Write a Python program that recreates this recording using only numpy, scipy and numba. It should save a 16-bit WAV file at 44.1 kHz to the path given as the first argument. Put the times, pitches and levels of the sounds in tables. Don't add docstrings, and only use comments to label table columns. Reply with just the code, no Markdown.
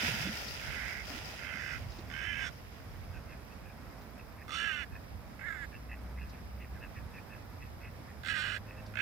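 import sys
import numpy as np
from scipy import signal
from scipy.fft import rfft, irfft, next_fast_len
from scipy.io import wavfile
from scipy.ndimage import uniform_filter1d
from numba import njit

SR = 44100
rng = np.random.default_rng(int(sys.argv[2]) if len(sys.argv) > 2 else 0)


def digitize_waveform(pressure):
    field = np.atleast_2d(pressure).T
    bounded = np.clip(field, -1, 1)
    quanta = np.round(bounded * 32767).astype(np.int16)
    wavfile.write(sys.argv[1], SR, quanta)


N = 397341
TIME = np.arange(N) / SR

# frequency in Hz, relative level in dB.
RIVER_COLOUR = [(150, -5), (220, -8), (360, -17.5), (650, -16.5), (1000, -19.5), (1600, -22.5),
                (2200, -26.5), (3000, -36.5), (4000, -38.5), (5100, -34), (6500, -44), (8500, -45.5),
                (12000, -56.5)]
RIVER_DB = -53.5
# frequency in Hz, left minus right in dB.
RIVER_PAN = [(60, -5), (150, -1), (330, -9.5), (700, -5), (1300, 2), (2400, -10), (3900, -15.5),
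             (5000, 8.5), (6500, -3), (8000, -5), (10500, 5)]
# frequency in Hz, relative level in dB.
RUMBLE_COLOUR = [(30, -20), (45, -2), (65, -0.5), (95, -2.5), (140, -8.5), (200, -22.5), (500, -49.5),
                 (1500, -85)]
# middle in seconds, half length in seconds, level in dB before the trim.
RUMBLE_SWELLS = [(0.102, 0.18, -47.5), (0.695, 0.039, -41), (1.825, 0.067, -42.5), (3.068, 0.2, -46),
                 (4.925, 0.023, -41), (5.153, 0.061, -45), (7.03, 0.025, -43.5)]
RUMBLE_DB, RUMBLE_WANDER_DB, RUMBLE_TRIM_DB = -49.5, 1.5, -1

# time in seconds, firing rate in Hz, level in dB before its colour.
ENGINE_COURSE = [(5.5, 60.36, -68), (5.9, 61.05, -53.5), (6.2, 63.36, -50), (6.5, 63.64, -55),
                 (7, 72.5, -59), (7.4, 76.7, -73), (8.15, 83.9, -60.5), (8.4, 96.3, -57.5),
                 (8.7, 102.6, -58.5), (9.01, 105.7, -56.5)]
# frequency in Hz, gain in dB.
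ENGINE_COLOUR = [(60, 9.5), (105, 8), (130, -24), (200, -2.5), (400, -30), (490, -8.5), (630, -3.5),
                 (760, -26)]

# middle in seconds, nominal length in seconds, level in dB before the side gains,
# throat resonance in Hz before the lift of the bill, bill resonance over the throat in dB.
QUACKS = [(3.166, 0.06, -63.5, 1700, -1), (3.317, 0.081, -64.5, 1880, -1), (3.524, 0.041, -69, 1870, 5),
          (3.679, 0.1, -67.5, 1880, 0), (3.87, 0.031, -69.5, 1460, -3), (4.201, 0.05, -67, 1900, 4),
          (4.408, 0.06, -64.5, 1900, -2), (4.95, 0.063, -62, 1830, -2), (5.752, 0.063, -62, 1890, -1),
          (5.923, 0.065, -58.5, 1900, 0), (6.052, 0.019, -69, 1400, -8), (6.19, 0.054, -64, 1920, -16),
          (6.226, 0.066, -62, 1800, 4), (6.351, 0.067, -69.5, 1950, 1), (6.621, 0.072, -63, 1990, 0),
          (6.766, 0.042, -66, 1750, -14), (6.839, 0.06, -59, 1800, -1), (6.981, 0.06, -63, 1970, -4),
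          (7.168, 0.073, -61, 1840, 1), (7.338, 0.071, -60.5, 1800, -1.5), (7.64, 0.061, -64, 2040, 2),
          (7.853, 0.088, -62.5, 1903, 1), (8.096, 0.046, -65.5, 1930, -12), (8.707, 0.085, -64.5, 1881, 3),
          (8.79, 0.054, -65, 1850, 0)]
DUCK_THROAT_WIDTH_HZ, BILL_HZ, BILL_WIDTH_HZ = 420, 2646, 295

# start in seconds, spray in dB before the trim,
# sloshing in dB; both levels are before the rise and fall.
SPLASHES = [(-0.05, -39.5, -54), (0.44, -73, -73), (0.98, -48.5, -53), (1.62, -59, -74)]
SPLASH_RISE_S, SPLASH_FALL_DB_PER_S = 0.13, 23
TRICKLE_DB, TRICKLE_SLOSH_DB, TRICKLE_FALL_DB_PER_S = -46, -52, 8
SPRAY_TRIM_DB = 5
# frequency in Hz, relative level in dB.
SPRAY_COLOUR = [(590, -14.5), (1000, -13.5), (1100, -27), (1390, -4.5), (1600, -12), (1860, -5),
                (2110, -8.5), (2590, -8), (4150, -16), (5040, -9.5), (7790, -26), (11900, -26.5),
                (13500, -24), (15500, -31.5)]
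# frequency in Hz, left minus right in dB.
SPRAY_PAN = [(1200, 1), (2500, -10.5), (3300, -6.5), (4000, -6), (4900, 16.5), (6500, 0), (8500, 0),
             (11000, -2.5), (15000, 32)]

# start in seconds, nominal peak in dB before the side gains,
# starting pitch in Hz.
PLUNGES = [(0.032, -29.5, 220), (0.079, -32.5, 156), (0.11, -35, 118), (0.138, -34, 202), (0.199, -33, 141),
           (0.251, -29, 180.5), (0.269, -33.5, 288), (0.29, -28.5, 202), (0.455, -40, 204),
           (0.678, -57, 150), (1.101, -39.5, 266), (1.139, -37.5, 230), (1.166, -44, 295),
           (1.549, -42, 226), (1.986, -38, 327)]
# start in seconds, level in dB before the trim, left minus right in dB.
SPLISHES = [(0.0518, -43, 8), (0.209, -40, 2), (0.482, -34, 1), (1.919, -44, 0), (1.986, -46, -14),
            (2.7232, -64, 1), (4.018, -56, -13), (4.3236, -58, -12), (6.296, -48.5, 6),
            (8.8636, -46.5, 2.5)]
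# frequency in Hz, relative level in dB.
SPLISH_COLOUR = [(800, 15), (2400, -42), (3600, 25), (5000, 24), (7000, 11), (14000, -28)]

# time in seconds, pitch in Hz,
# hoarseness from 0 to 1, flutter depth (limited to 1), throat resonance in Hz, throat level in dB,
# neck modes over the throat in dB, beak opening as tilt of the top neck mode over the lowest in dB,
# rasp over the throat in dB.
SNORTS = [ (80, 100, 5500, -9, [(-.05, 297.4, .5, .4, 1590, -43.5, 3, -4, 1),
          (.1, 286, .6, 0.4, 1600, -48, 2, -7, -10), (.28, 282, .5, .4, 1550, -49.5, 4, -7, -2),
          (.312, 250, .6, .4, 1500, -50, 3, -4, -8)]),
          (98.4, 75, 5000, -3, [(.616, 270, 0.83, .9, 1550, -49, -7, -10, -20),
          (.72, 280.8, 0.75, 0.4, 1600, -48, -0.5, -9, -22), (.82, 300.5, 0.67, .4, 1630, -45, 0, -13, -20),
          (.91, 289.5, 0.64, .3, 1640, -48, 3.5, -19, -25),
          (1.01, 267.4, 0.6, 0.4, 1620, -51.5, 4, -27, -20),
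          (1.044, 250.7, .7, .4, 1550, -52, 0, -14, -20)]),
          (99.5, 64, 5070, 6, [(1.39, 291, 0.89, 1, 1580, -52, -0.5, -9, -14),
          (1.48, 292.2, .65, 0.65, 1560, -47, 1, -6, -22), (1.57, 289.4, .65, .6, 1570, -46, 0, -7, -11),
          (1.65, 288.7, .6, 0.56, 1600, -45.5, -1.5, -5, -12),
          (1.74, 284, .55, 0.3, 1540, -44.5, -0.5, -7, -10), (1.79, 251, 0.66, .4, 1500, -51, 2, -6, -17)]),
          (81.9, 74, 5300, -2, [(2.1, 300.4, 0.73, 1.2, 1650, -50, -7, -5, -9),
          (2.145, 312.5, 0.53, 0.8, 1600, -45, -3.5, 4, -17),
          (2.23, 323.5, 0.47, 0.36, 1600, -42, -3.5, 1, -13),
          (2.3, 341.3, 0.39, 0.54, 1700, -40.5, -1, -1, -17),
          (2.37, 329.2, 0.53, 0.5, 1650, -43.5, 0.5, -3, -14.5),
          (2.43, 318, 0.44, 0.3, 1590, -39, -4, 0, -12),
          (2.472, 300, 0.41, .3, 1520, -42.5, -5.5, -6, -4.5),
          (2.503, 247.4, .55, .3, 1400, -48, -6, -7, -7)]),
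          (85.4, 35, 5400, -12.5, [(4.48, 301.3, .6, 1, 1200, -50, -8, -6, -9.5),
          (4.54, 310.2, 0.54, 0.3, 1280, -42, -2, 2, -1.5), (4.6, 339, .45, .5, 1610, -39, -1.5, 11, -7.5),
          (4.66, 340, 0.37, 0.4, 1700, -36, -5.5, 5, -15), (4.7, 322, 0.25, 0.4, 1610, -35.5, -5, 3, -16),
          (4.75, 300, 0.2, 0.05, 1528, -43.5, 1.5, 4, -11.5),
          (4.78, 294.7, .4, 0.3, 1500, -41.5, -2, -2, -12), (4.815, 284, 0.04, 0, 1540, -45.5, 3, -2, -10),
          (4.853, 225.5, 0.27, 0, 1750, -43.5, -6, -12, -13)]),
          (59.4, 35, 7060, -3, [(5.392, 298.7, 0.62, 0.7, 1560, -54, 0, -16, -18),
          (5.43, 311.3, 0.4, 0.2, 1600, -48, -3, -20, -25),
          (5.468, 365, 0.3, .3, 1790, -41, -9.5, -21, -29),
          (5.495, 340, .3, 0.67, 1640, -38.5, -15, -29, -27),
          (5.55, 308.6, .42, 0.4, 1580, -45.5, -6, -22, -21),
          (5.6, 283, 0.2, .1, 1670, -47.5, -7.5, -20, -24),
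          (5.635, 273.6, 0.07, 0, 1710, -42, -13, -16, -23), (5.665, 217, .25, 0, 1620, -49, -6, -7, -18)]),
          (80.6, 60, 6700, -23, [(8.234, 300.2, 0.75, 1, 1570, -50.5, -7, -2, -6),
          (8.275, 316, .6, 0.77, 1600, -40, -4, -1, -5.5),
          (8.304, 329.4, 0.35, 0.2, 1650, -35.5, -3.5, 4, -8),
          (8.335, 321.5, .52, 0.2, 1640, -38.5, -5, 3, -13),
          (8.37, 313.7, 0.44, 0.2, 1610, -36, -5, -1, -10),
          (8.4, 298.7, 0.04, 0.01, 1530, -38, -5.5, 5, -6.5),
          (8.435, 307.6, 0.53, 0.3, 1600, -38, -4, 7, -9.5),
          (8.52, 298.3, .5, 0.1, 1570, -40.5, -2, 9, -10),
          (8.56, 300, 0.59, 0.38, 1600, -41, -4.5, 0, -9.5),
          (8.588, 254.7, 0.62, .3, 1630, -41, -9, -4, -10)]),
          (68.4, 65, 5300, -24, [(8.938, 294.2, 0.63, 1, 1500, -55, -3, -6, -16),
          (8.97, 305, 0.63, 0.97, 1550, -41.5, -2, -7, -14),
          (9.005, 329.6, 0.47, .4, 1650, -35.5, 0, -2, -15), (9.2, 300, .4, .3, 1600, -40, -4, -3, -12)]), ]
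# middle frequency in Hz, width in Hz, level in dB before the beak's tilt.
NECK_MODES = [(2056, 285, 1), (2538, 330, 2), (3020, 275, -0.5)]
NECK_SAG_SHARE, NECK_WAVER_SHARE = 0.027, 0.024
# frequency in Hz, relative level in dB.
RASP_COLOUR = [(1500, -26), (2900, -19.5), (3200, -0.5), (3480, 5), (3850, -8.5), (4400, -6), (5000, -14),
               (6500, -20), (9000, -22.5), (11000, -39.5), (15000, -34)]
RELEASE_S, WAVER_SHARE = 0.017, 0.007
FLUTTER_DECAY = 2.9
THROAT_WIDTH_HZ, LOW_EDGE_HZ = 205, 1190
BODY_HZ, BODY_WIDTH_HZ = 1450, 1230
# frequency in Hz, left minus right in dB.
SWAN_PAN = [(800, -3), (1250, -10), (1700, -16), (2500, -23), (3200, -18), (4000, -25), (5000, -3),
            (6500, -5), (9000, -11)]

# frequency in Hz, relative level in dB.
HISS_COLOUR = [(5000, -67), (9000, -7.5), (10600, 12.5), (11700, -23), (13100, 20), (14200, -14),
               (15500, -1)]
TOP_HZ = 15800


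def undb(db):
    return 10 ** (np.asarray(db) / 20)


def unit(x):
    return x / np.sqrt(np.mean(x ** 2) + 1e-18)


def steady(x):
    return x / np.sqrt(np.abs(uniform_filter1d(x ** 2, size=1100)) + 1e-12)


def columns(table, t):
    s, *values = np.transpose(table)
    return [np.interp(t, s, v) for v in values]


def at_hz(points, hz):
    f, db = np.transpose(points)
    return np.interp(np.log(np.maximum(hz, 1)), np.log(f), db)


def colour(x, points, size=4096):
    cepstrum = irfft(np.log(undb(at_hz(points, np.fft.rfftfreq(size, 1 / SR)))))
    cepstrum[1:size // 2] *= 2
    cepstrum[size // 2 + 1:] = 0
    impulse = irfft(np.exp(rfft(cepstrum)))
    return signal.oaconvolve(x, impulse)[:len(x)]


def ports(left, right, pan):
    share = [(hz, 2 / (1 + undb(-db))) for hz, db in pan]
    left_colour = [(hz, 20 * np.log10(gain)) for hz, gain in share]
    right_colour = [(hz, 20 * np.log10(2 - gain)) for hz, gain in share]
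    return np.array([colour(left, left_colour), colour(right, right_colour)])


@njit
def svf(x, hz, width):
    y, band, low = np.empty(len(x)), 0., 0.
    for i in range(len(x)):
        g, k = np.tan(np.pi * hz[i] / SR), width / hz[i]
        v = (band + g * (x[i] - low)) / (1 + g * (g + k))
        band, low, y[i] = 2 * v - band, low + 2 * g * v, k * v
    return y


def ring(x, hz, width):
    centre = hz * np.ones(len(x))
    return svf(svf(x, centre, float(width)), centre, float(width))


def noise(count):
    return rng.standard_normal(count)


def walk(rate, count):
    k = max(int(SR / rate), 1)
    steps = np.repeat(noise(count // k + 1), k)
    return 1.2 * uniform_filter1d(steps, k)[:count]


def pulses(hz):
    phase = np.cumsum(hz / SR) % 1
    turn = np.flatnonzero(np.diff(phase) < 0) + 1
    late = phase[turn] * SR / hz[turn]
    out = np.zeros(len(hz))
    out[turn - 1], out[turn] = late, 1 - late
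    return out, phase


def add(out, s, x):
    start = int(s * SR)
    part = x[..., max(-start, 0):max(N - start, 0)]
    start = max(start, 0)
    out[..., start:start + part.shape[-1]] += part


def smear(x, scatter_s):
    t = TIME[:SR // 40]
    tail = unit(noise(len(t)) * np.exp(-t / scatter_s))
    return signal.fftconvolve(x, tail)[:len(x)] / np.sqrt(len(t))


def bubble(hz, cycles, glide):
    age = np.arange(int(SR * cycles / hz) + 2) * hz / (SR * cycles)
    tone = np.sin(2 * np.pi * cycles * age * (1 + glide * age / 2))
    return tone * 0.0011 ** age * (1 - np.exp(-2 * cycles * age))


def river(flicker_db=1.04, side_db=-1):
    swells = sum(undb(db) ** 2 * np.exp(-((TIME - s) / half_s) ** 2) for s, half_s, db in RUMBLE_SWELLS)
    floor = undb(RUMBLE_DB + RUMBLE_WANDER_DB * walk(3.1, N))
    strength = np.sqrt(floor ** 2 + swells) * undb(RUMBLE_TRIM_DB)
    crossover = signal.butter(4, 170, "high", fs=SR, output="sos")
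    pair = []
    for _ in range(2):
        wash = unit(signal.sosfilt(crossover, colour(noise(N), RIVER_COLOUR)))
        wash = wash * undb(RIVER_DB + flicker_db * walk(14, N))
        rumble = unit(colour(noise(N), RUMBLE_COLOUR))
        pair.append(wash + rumble * strength)
    mid, side = pair
    side = undb(side_db) * colour(side, [(60, -3.0), (150, -13), (500, -3.5), (1500, -1.5), (4000, 4.5)])
    return ports(mid + side, mid - side, RIVER_PAN)


def engine():
    hz, db = columns(ENGINE_COURSE, TIME)
    turn = 2 * np.pi * np.cumsum(hz * (1 + 0.00964 * walk(12, N))) / SR
    drone = np.zeros(N)
    for order in range(1, 7):
        order_db = at_hz(ENGINE_COLOUR, order * hz) + 2 * walk(9, N)
        drone += np.sin(order * turn) * undb(order_db)
    return drone * undb(db)


def ducks(pitch_hz=100, jitter=.2, scatter_db=3, scatter_s=0.0025):
    out = np.zeros(N)
    for s, length, db, throat_hz, bill_db in QUACKS:
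        count = int(1.6 * length * SR)
        arch = np.hanning(count)
        detune = np.exp(.12 * rng.standard_normal() + jitter * walk(150, count))
        clicks, phase = pulses(pitch_hz * (.8 + 0.24 * arch) * detune)
        reed = unit(clicks * undb(scatter_db * walk(220.0, count)))
        air = unit(noise(count) * np.exp(-phase / 0.5))
        source = smear(reed + air, scatter_s)
        lift = 0.953 + 0.028 * arch + 0.014 * walk(73, count)
        throat = unit(ring(source, throat_hz * lift, DUCK_THROAT_WIDTH_HZ))
        bill = unit(ring(source, BILL_HZ * lift, BILL_WIDTH_HZ))
        voice = throat - undb(bill_db) * bill
        voice = signal.sosfilt(signal.butter(8, 2900, fs=SR, output="sos"), voice)
        add(out, s - count / SR / 2, unit(voice) * arch * undb(db))
    return out * np.array([[2.372], [2.976]])


def settling(splashes, trickle_db):
    power = undb(trickle_db - TRICKLE_FALL_DB_PER_S * TIME) ** 2
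    for s, db in splashes:
        age = np.maximum(TIME - s, 0)
        rise = np.minimum(age / SPLASH_RISE_S, 1)
        power = power + (rise * undb(db - SPLASH_FALL_DB_PER_S * age)) ** 2
    return np.sqrt(power)


def spray(drops_per_s=2500, spread_db=4, mist=0.98):
    fizz = []
    for _ in range(2):
        drop_gain = undb(spread_db * np.minimum(rng.exponential(size=N), 2))
        drops = (rng.random(N) < drops_per_s / SR) * noise(N) * drop_gain
        water = unit(colour(unit(drops) + mist * noise(N), SPRAY_COLOUR))
        fizz.append(water * undb(2.0 * walk(25.02, N)))
    gurgle = np.zeros(N)
    for when, pitch, softness in rng.random(size=(3000, 3)):
        pocket = bubble(490 * 2.2 ** pitch, 7.0, 0.31)
        add(gurgle, when * N / SR, pocket * undb(-11 * softness - 4 * pitch))
    falling = undb(SPRAY_TRIM_DB) * settling([(s, db) for s, db, _ in SPLASHES], TRICKLE_DB)
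    slosh = unit(gurgle) * settling([(s, db) for s, _, db in SPLASHES], TRICKLE_SLOSH_DB)
    return ports(*fizz, SPRAY_PAN) * falling + slosh * np.array([[.85], [1.15]])


def slaps(cycles=22, splish_trim_db=-8, splish_s=0.0094):
    out = np.zeros((2, N))
    for s, db, hz in PLUNGES:
        add(out, s, bubble(hz, cycles, 0.374) * undb(db) * np.array([[.8], [1.2]]))
    t = TIME[:SR // 20]
    for s, db, pan_db in SPLISHES:
        tick = unit(colour(noise(len(t)), SPLISH_COLOUR)) * np.exp(-t / splish_s)
        balance_db = np.array([[pan_db], [-pan_db]]) / 2
        add(out, s, tick * undb(db + splish_trim_db + balance_db))
    return out


def windpipe(x, spacing_hz=431, bounce=0.11, scatter=0.45, scatter_s=0.0022):
    size = next_fast_len(len(x) + 4096)
    round_trip = np.exp(-2j * np.pi * np.fft.rfftfreq(size, 1 / SR) / spacing_hz)
    scattered = x + scatter * smear(x, scatter_s)
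    return irfft(rfft(scattered, size) / (1 - bounce * round_trip))[:len(x)]


def snort(row, jitter=.075, scatter_db=2, air=0.99, gate=.7, rasp_width_hz=1400):
    flutter_from, flutter_to, rasp_hz, rasp_ring_db, course = row
    start_s, length = course[0][0], course[-1][0] - course[0][0]
    count = int(length * SR)
    age = np.arange(count) / SR
    held_hz, rough, depth, throat_hz, level_db, neck_db, tilt_db, rasp_db = columns(course, start_s + age)
    rough, depth = np.clip(rough, 0, 1), np.clip(depth, 0, 1)

    pitch_hz = held_hz * (1 + WAVER_SHARE * walk(60, count) + jitter * rough * walk(300, count))
    clicks, phase = pulses(pitch_hz)
    reed = unit(clicks * undb(scatter_db * rough * walk(300, count)))
    rush = unit(noise(count) * np.exp(-phase / gate))
    flutter_hz = np.linspace(flutter_from, flutter_to, count) * (1 + 0.04 * walk(70, count))
    flap = np.cumsum(flutter_hz / SR) % 1
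    puffs = np.exp(-FLUTTER_DECAY * depth ** 2 * flap)
    source = windpipe(((1 - rough) * reed + air * (rough + 0.04) * rush) * puffs)
    source = signal.sosfilt(signal.butter(4, LOW_EDGE_HZ, "high", fs=SR, output="sos"), source)

    throat = svf(source, throat_hz, float(THROAT_WIDTH_HZ))
    throat = steady(ring(throat, (throat_hz + BODY_HZ) / 2, BODY_WIDTH_HZ))
    sag = 1 + NECK_SAG_SHARE * (.5 - age / length) + NECK_WAVER_SHARE * walk(43.9, count)
    lowest_hz, highest_hz = NECK_MODES[0][0], NECK_MODES[-1][0]
    neck = np.zeros(count)
    for i, (hz, width, db) in enumerate(NECK_MODES):
        mode_db = db + tilt_db * (hz - lowest_hz) / (highest_hz - lowest_hz)
        neck += (-1) ** i * undb(mode_db) * ring(source, hz * sag, width)
    neck = steady(neck)
    jet = source + 0.2 * rush * puffs
    rasp_ring = steady(ring(jet, rasp_hz, rasp_width_hz))
    rasp = steady(steady(colour(jet, RASP_COLOUR)) + undb(rasp_ring_db) * rasp_ring)
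    envelope = undb(level_db) * np.clip((length - age) / RELEASE_S, 0, 1)
    return envelope * (undb(neck_db) * neck - throat + undb(rasp_db) * rasp)


def swans(echo_db=-30, echo_s=0.051):
    dry = np.zeros(N)
    for row in SNORTS:
        course = row[-1]
        add(dry, course[0][0], snort(row))
    t = TIME[:SR // 2]
    tails = [unit(noise(len(t)) * np.exp(-t / echo_s)) / np.sqrt(len(t)) for _ in range(2)]
    wet = np.array([signal.fftconvolve(dry, tail)[:N] for tail in tails])
    return ports(dry, dry, SWAN_PAN) + undb(echo_db) * wet


def scene():
    return river() + engine() + ducks() + spray() + slaps() + swans()


def record(dry, hiss_db=-67, whine_db=-77):
    hiss = undb(hiss_db) * unit(colour(noise(N), HISS_COLOUR))
    whine = undb(whine_db) * unit(ring(noise(N), 15512, 30))
    noisy = dry + (hiss + whine) * np.array([[.2], [1]])
    wet = signal.sosfilt(signal.butter(8, 39, "high", fs=SR, output="sos"), noisy)
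    return signal.sosfilt(signal.ellip(10, .2, 70, TOP_HZ, fs=SR, output="sos"), wet)


dry = scene()
out = record(dry)
digitize_waveform(out)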